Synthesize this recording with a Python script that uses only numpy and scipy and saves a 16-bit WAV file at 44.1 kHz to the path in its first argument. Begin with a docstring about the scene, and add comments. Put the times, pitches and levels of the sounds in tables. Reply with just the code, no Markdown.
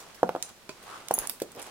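"""Wooden lace bobbins knock dully on a cloth-covered lace pillow, close by and a little to the right.
Each knock is a padded two-partial thud with an edge tick and the damped modes of the pillow.
Shafts clack together as noise cracks with short modes; glass beads chink as high, brief modes.
Hands and bobbins brush over the cloth in grainy noise, with skids and soft presses, in a small room."""
import sys
import numpy as np
from scipy import signal
from scipy.fft import rfft, irfft, next_fast_len
from scipy.io import wavfile
from scipy.ndimage import map_coordinates

SR = 44100
rng = np.random.default_rng(int(sys.argv[2]) if len(sys.argv) > 2 else 0)


def unload_audio(sound):
    """Save the sound as a 16-bit wav file, at the path given as the first command line argument."""
    columns = np.transpose(np.atleast_2d(sound))
    # keep every value between -1 and 1, then stretch to whole-number steps
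    steps = np.round(np.clip(columns, -1, 1) * 32767)
    wavfile.write(sys.argv[1], SR, steps.astype(np.int16))


N = 74970
T = np.arange(SR // 2) / SR  # time within one blow, s
SCENE_T = np.arange(N) / SR  # time within the scene, s
EAR = np.array([[-.5], [.5]])  # left, right: halves a left-right difference between the channels


def amp(db):
    """Decibels to gain."""
    return 10 ** (np.asarray(db) / 20)


def unit(x):
    """Scale to rms 1."""
    return x / np.sqrt(np.mean(x ** 2) + 1e-20)


def along(points, hz):
    """Interpolate (Hz, value) points along a log frequency axis."""
    f, v = np.transpose(points)
    return np.interp(np.log(hz + 1), np.log(f + 1), v)


def fade(t60):
    """Exponential decay that falls 60 dB in t60 seconds."""
    return amp(-60 * T / t60)


def filtered(x, response):
    """Multiply the spectrum of x by a response of frequency; zero padding gives the tail room."""
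    n = x.shape[-1]
    m = next_fast_len(n + 8192)
    hz = np.fft.rfftfreq(m, 1 / SR)
    return irfft(rfft(x, m) * response(hz), m)[..., :n]


def add(out, s, x):
    """Mix x into out from time s."""
    i = max(0, round(s * SR))
    n = min(x.shape[-1], N - i)
    out[:, i:i + n] += x[:, :n]


def knocks():
    """A bobbin lands: a padded thud, a tick of its edge and the short ring of the pillow."""
    # bobbins landing on the pillow (t/s, level/dB, pitch f/Hz, overtone/dB, edge tick/dB, ring/dB)
    landings = [(0.2305, -4.5, 641, -11, -26, -0.5), (0.2916, -13, 667, -8, -19, -7.5),
                (0.3503, -16, 640, -10, -28, -7), (0.3617, -21, 630, -7.5, -21.5, 0.5),
                (1.1095, -8.5, 695, -14, -30, -7.5), (1.1796, -27, 450, -1, -35, -9),
                (1.418, -17.5, 419, -37, -24, -1), (1.574, -34, 402, -6, -29, 4)]
    # modes of the pillow and its stand (f/Hz, level/dB, t60/s)
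    pillow_modes = [(178.7, -28.5, 0.23), (233, -29, 0.24), (398, -10, 0.032), (521.4, -11, 0.068),
                    (661, -37, 0.3), (726.4, -20, 0.12), (1215, -29.5, 0.088), (1410, -26.5, 0.15)]
    # colour of the edge tick (f/Hz, level/dB)
    tick_colour = [(300, -7), (1200, -3), (2200, 3), (5000, -2.5), (11000, -13.5), (16000, -16)]
    peak_cycles, shape = 0.66, 2.27  # the thud peaks within its first cycle; a higher shape narrows it
    overtone_ratio = 1.866  # second partial of the thud over its pitch
    ring_rise_cycles = 0.53  # the pillow takes up its ring while the thud lasts
    tick_t60_s, room_db = 0.011, -8
    out = np.zeros((2, N))
    for s, db, hz, overtone_db, tick_db, ring_db in landings:
        age = hz * T / peak_cycles
        swell = (age * np.exp(1 - age)) ** shape
        fundamental = np.sin(2 * np.pi * hz * T)
        overtone = amp(overtone_db) * np.sin(2 * np.pi * overtone_ratio * hz * T)
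        thud = swell * (fundamental + overtone)

        # a padded blow hardly excites modes above the thud's overtone
        softened = []
        for f, level, t60 in pillow_modes:
            loss_db = 10 * np.log10(1 + (f / (overtone_ratio * hz)) ** 12)
            softened.append((f, level - loss_db, t60))
        rise = 1 - np.exp(-(hz * T / ring_rise_cycles) ** 2)
        body = ring(softened, scatter_db=1.5, detune=.004) * rise

        tick = crack(tick_colour, tick_t60_s)
        blow = thud + amp(ring_db) * body + amp(tick_db) * tick
        add(out, s, amp(db) * placed(blow, room_db))
    return out


def clicks():
    """Thin shafts touch: a crack and a few milliseconds of ring, coloured by where they meet."""
    # shafts clicking together
    # (t/s, level/dB, centre f/Hz, -3 dB half-width/octaves, t60 of the crack/s, added room/dB)
    touches = [(.002, -42.5, 7900, 0.85, .03, 13.5), (0.1457, -46.5, 9900, 2.4, 0.033, 13),
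               (.426, -15.5, 6560, 0.57, 0.0083, 2), (.4915, -40, 7000, 1.1, .012, 0),
               (0.6926, -31.5, 3820, 0.85, 0.017, 9), (0.829, -43, 9000, 1.4, 0.0049, 13),
               (1.0842, -31, 8100, 2.4, 0.0082, -8), (1.0855, -27.5, 7950, 1, 0.011, -5),
               (1.1119, -25.5, 9900, 2.1, 0.011, 4), (1.1401, -9.5, 12400, 0.3, 0.0083, -1),
               (1.188, -9, 14000, 0.63, 0.0048, -0.5), (1.2726, -17.5, 8600, 0.59, 0.0088, 0),
               (1.2966, -14, 9800, 1.17, 0.004, 4.5), (1.2972, -26, 4070, 0.36, 0.0075, -13),
               (1.4011, -32, 6960, 2.6, 0.0071, 7), (1.419, -31, 10400, 1.5, 0.039, 1.5),
               (1.5185, -36.5, 9200, 0.6, 0.011, 4), (1.5499, -42.5, 2000, 2.8, 0.014, 0),
               (1.562, -39, 7000, 1, 0.0094, -7), (1.596, -29.5, 7000, 0.77, 0.012, -4),
               (1.618, -30, 8700, 0.6, 0.011, 8), (1.627, -27.5, 8060, 0.43, 0.0054, 7),
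               (1.669, -37.5, 8500, 0.91, .01, -9)]
    # modes of a clicking shaft (f/Hz, level/dB, t60/s)
    shaft_modes = [(4050, -15, .007), (5850, -14, .007), (6700, -14, .007), (8400, -15, .006),
                   (9550, -12, .007), (11200, -18, .005), (13500, -17, .005)]
    # colour of the crack (f/Hz, level/dB)
    crack_colour = [(200, -9), (1500, 7.5), (2800, 1), (4200, 1.5), (9000, 1.5), (12000, -2.5),
                    (16000, -3.5)]
    base_room_db = -9
    out = np.zeros((2, N))
    for s, db, centre_hz, octaves, t60, room_db in touches:
        contact = crack(crack_colour, t60) + ring(shaft_modes, scatter_db=1.5, detune=.035)

        def band(hz):
            offset = np.log2((hz + 1) / centre_hz) / octaves
            return 1 / np.sqrt(1 + offset ** 4)

        add(out, s, amp(db) * placed(filtered(contact, band), base_room_db + room_db))
    return out


def chinks():
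    """Glass beads meet: stiff modes ring high and briefly, and the room holds the note."""
    # beads meeting (t/s, level/dB, t60/s, pitch ratio, highest excited f/Hz, added room/dB)
    meetings = [(.4262, -28, 0.0097, .937, 10400, 9), (1.084, -33, 0.0047, 0.63, 12000, -8),
                (1.1391, -13.5, 0.021, 1, 18000, 1.5), (1.1882, -13.5, .012, 1, 18000, 0)]
    # modes of a bead at pitch ratio 1 (f/Hz, level/dB)
    bead_modes = [(6640, -8), (10000, -13), (10200, 0), (14720, -7.5)]
    attack_s, base_room_db = 0.0005, -2.5
    out = np.zeros((2, N))
    for s, db, t60, pitch, top_hz, room_db in meetings:
        modes = []
        for hz, level in bead_modes:
            loss_db = 10 * np.log10(1 + (hz * pitch / top_hz) ** 12)  # the contact excites less above
            modes.append((hz * pitch, level - loss_db, t60))
        attack = 1 - np.exp(-T / attack_s)
        glass = ring(modes, scatter_db=.5, detune=.001) * attack
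        add(out, s, amp(db) * placed(glass, base_room_db + room_db))
    return out


def clacks():
    """A firmer contact rings the damped modes of the whole bobbin."""
    # hard wooden clacks (t/s, level/dB)
    hits = [(0.6933, -35), (1.2962, -52)]
    # modes of a whole bobbin (f/Hz, level/dB, t60/s)
    bobbin_modes = [(400, -1, 0.043), (627, -4, 0.037), (1015, 0.5, 0.021), (1380, 0, 0.013),
                    (2470, -5, 0.035), (4600, -6.5, 0.043), (11100, -20, 0.04)]
    out = np.zeros((2, N))
    for s, db in hits:
        wood = ring(bobbin_modes, scatter_db=1, detune=.005)
        add(out, s, amp(db) * placed(wood, room_db=-4.5))
    return out


def ring(modes, scatter_db, detune):
    """Sum damped sine modes, struck a little differently each time in level and pitch."""
    total = 0
    for hz, db, t60 in modes:
        gain = amp(db + scatter_db * rng.normal())
        f = hz * (1 + detune * rng.normal())
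        total = total + gain * fade(t60) * np.sin(2 * np.pi * f * T)
    return total


def crack(spectrum, t60):
    """The brief noise of a hard contact: coloured noise that dies away at once."""
    noise = filtered(rng.standard_normal(len(T)), lambda hz: amp(along(spectrum, hz)))
    return unit(noise) * fade(t60)


def brushing(grain_db, grain_hz):
    """Hands and bobbins slide over the weave: cloth-coloured noise with a fine, uneven grain."""
    # strength of the brushing (t/s, level/dB)
    strokes = [(0, -48.5), (.05, -54), (.09, -49), (.13, -54.5), (.165, -60), (.188, -53), (.21, -57.5),
               (.4, -54.5), (.5, -49.5), (.54, -71), (.8, -55.5), (.83, -51.5), (.89, -46.5), (.945, -44.5),
               (1.0, -48), (1.06, -52.5), (1.16, -49), (1.2, -41.5), (1.245, -43), (1.28, -49),
               (1.37, -59.5), (1.54, -57), (1.565, -57), (1.6, -42), (1.64, -48.5), (1.7, -47)]
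    # colour of the cloth (f/Hz, level/dB)
    cloth_colour = [(60, -15), (200, -11.5), (400, -2.5), (800, -2), (1250, -2.5), (1800, -8), (3200, -10),
                    (6000, -16), (10000, -17.5), (16000, -35)]
    grain = map_coordinates(rng.standard_normal(N), [SCENE_T * grain_hz], order=1)
    cloth = diffuse(N, lambda hz: amp(along(cloth_colour, hz)))
    level_db = np.interp(SCENE_T, *np.transpose(strokes))
    return amp(level_db) * unit(amp(grain_db * grain) * cloth)


def skids():
    """A bobbin drags over the threads of the weave: a narrow noise band rasps with a gliding pitch."""
    # skids across the cloth
    # (loudest t/s, level/dB, swell time to 1/e/s, pitch f/Hz, glide/octaves per s)
    drags = [(.186, -54, 0.0163, 1600, -19.5), (0.939, -44, 0.047, 1213, 0.5),
             (1.24, -44.5, 0.019, 1540, 9.5), (1.599, -49.5, 0.014, 2670, -9),
             (1.68, -56, 0.026, 1100, 0.5)]
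    half_width = 0.17  # half-width of the rasp over its pitch
    out = np.zeros((2, N))
    for s, db, length, hz, glide in drags:
        pitch = hz * 2 ** (glide * np.clip(SCENE_T - s, -2 * length, 2 * length))
        carrier = np.sin(2 * np.pi * np.cumsum(pitch) / SR)
        # slow noise on the carrier makes a noise band around its pitch
        rasp = diffuse(N, lambda f: 1 / (1 + (f / (half_width * hz)) ** 2)) * carrier
        swell = np.exp(-((SCENE_T - s) / length) ** 2)
        out += amp(db) * swell * unit(rasp)
    return out


def presses():
    """A hand leans on the pillow: soft low swells of broad noise around a centre frequency."""
    # presses (loudest t/s, level/dB, swell time to 1/e/s, centre f/Hz)
    leans = [(0.517, -55, 0.013, 200), (1.3, -60, 0.056, 280.8), (1.211, -52, 0.032, 44),
             (1.587, -44, 0.032, 410), (1.65, -66.5, 0.038, 69.9)]
    out = np.zeros((2, N))
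    for s, db, length, hz in leans:
        swell = np.exp(-((SCENE_T - s) / length) ** 2)
        noise = diffuse(N, lambda f: 1 / (1 + 4 * np.log((f + 1) / hz) ** 2))
        out += amp(db) * swell * noise
    return out


def placed(x, room_db):
    """A blow heard from the right, with near surfaces and the room answering in decaying noise."""
    # decay time of the room (f/Hz, t60/s)
    room_t60 = [(150, 0.29), (600, 0.2), (2000, 0.17), (7000, 0.32), (10000, 0.23), (15000, 0.25)]
    # right over left in the direct sound (f/Hz, level/dB)
    right_db = [(200, 0.5), (700, 0.5), (2500, 6.5), (6000, 8.5), (12000, 6.5)]
    early_db, early_t60_s, wall_delay_s = -1, 0.064, 0.0016
    right_lead_s = .000083  # the right ear hears the direct sound first
    radiate_hz = 116  # such small objects radiate little below this

    # each band of the late noise decays at its own rate
    hz, t, z = signal.stft(diffuse(len(T), np.ones_like), SR, nperseg=256)
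    decayed = z * amp(-60 * t / along(room_t60, hz)[:, None])
    late = signal.istft(decayed, SR, nperseg=256)[1][:, :len(T)]
    early = diffuse(len(T), np.ones_like) * fade(early_t60_s)
    onset = 1 - np.exp(-(T / wall_delay_s) ** 2)
    tail = unit((unit(late) + amp(early_db) * unit(early)) * onset) / np.sqrt(len(T))

    def to_ears(hz):
        lag = np.exp(2j * np.pi * hz * (EAR - .5) * right_lead_s)
        return amp(EAR * along(right_db, hz)) * lag

    radiated = filtered(x, lambda hz: 1j * hz / (radiate_hz + 1j * hz))
    direct = filtered(radiated, to_ears)
    answer = signal.fftconvolve(radiated[None], tail, axes=1)[:, :len(T)]
    return direct + amp(room_db) * answer


def diffuse(size, colour):
    """Stereo noise of rms 1, most alike in the bass, nearly unrelated in the treble, a little to the right."""
    # left-right likeness (f/Hz, correlation)
    alike = [(100, 0.57), (600, 0.72), (1300, 0.45), (2500, 0.1), (5000, 0.017), (15000, 0.018)]

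    def mid_side(hz):
        turn = np.arccos(np.clip(along(alike, hz), -1, 1)) / 2
        return colour(hz) * np.array([np.cos(turn), np.sin(turn)])

    mid, side = filtered(rng.standard_normal((2, size)), mid_side)
    right_over_left_db = 1.5
    return unit(np.array([mid + side, mid - side]) * amp(right_over_left_db * EAR))


def room_floor():
    """The quiet room: steady, coloured stereo noise."""
    # colour of the room noise (f/Hz, level/dB)
    floor_colour = [(25, -3), (60, -4), (120, -1), (250, -2), (600, -3.5), (1500, -7), (4000, -9),
                    (10000, -15.5), (16000, -21)]
    return amp(-55) * diffuse(N, lambda hz: amp(along(floor_colour, hz)))


def scene():
    """All contacts, the brushing and the quiet room."""
    contacts = knocks() + clicks() + chinks() + clacks()
    cloth = brushing(grain_db=2.5, grain_hz=449) + skids() + presses()
    return contacts + cloth + room_floor()


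def record(dry):
    """Cut the treble very steeply above the band limit."""
    top_hz = 16450
    return filtered(dry, lambda hz: 1 / (1 + (hz / top_hz) ** 120))


dry = scene()
out = record(dry)
unload_audio(out)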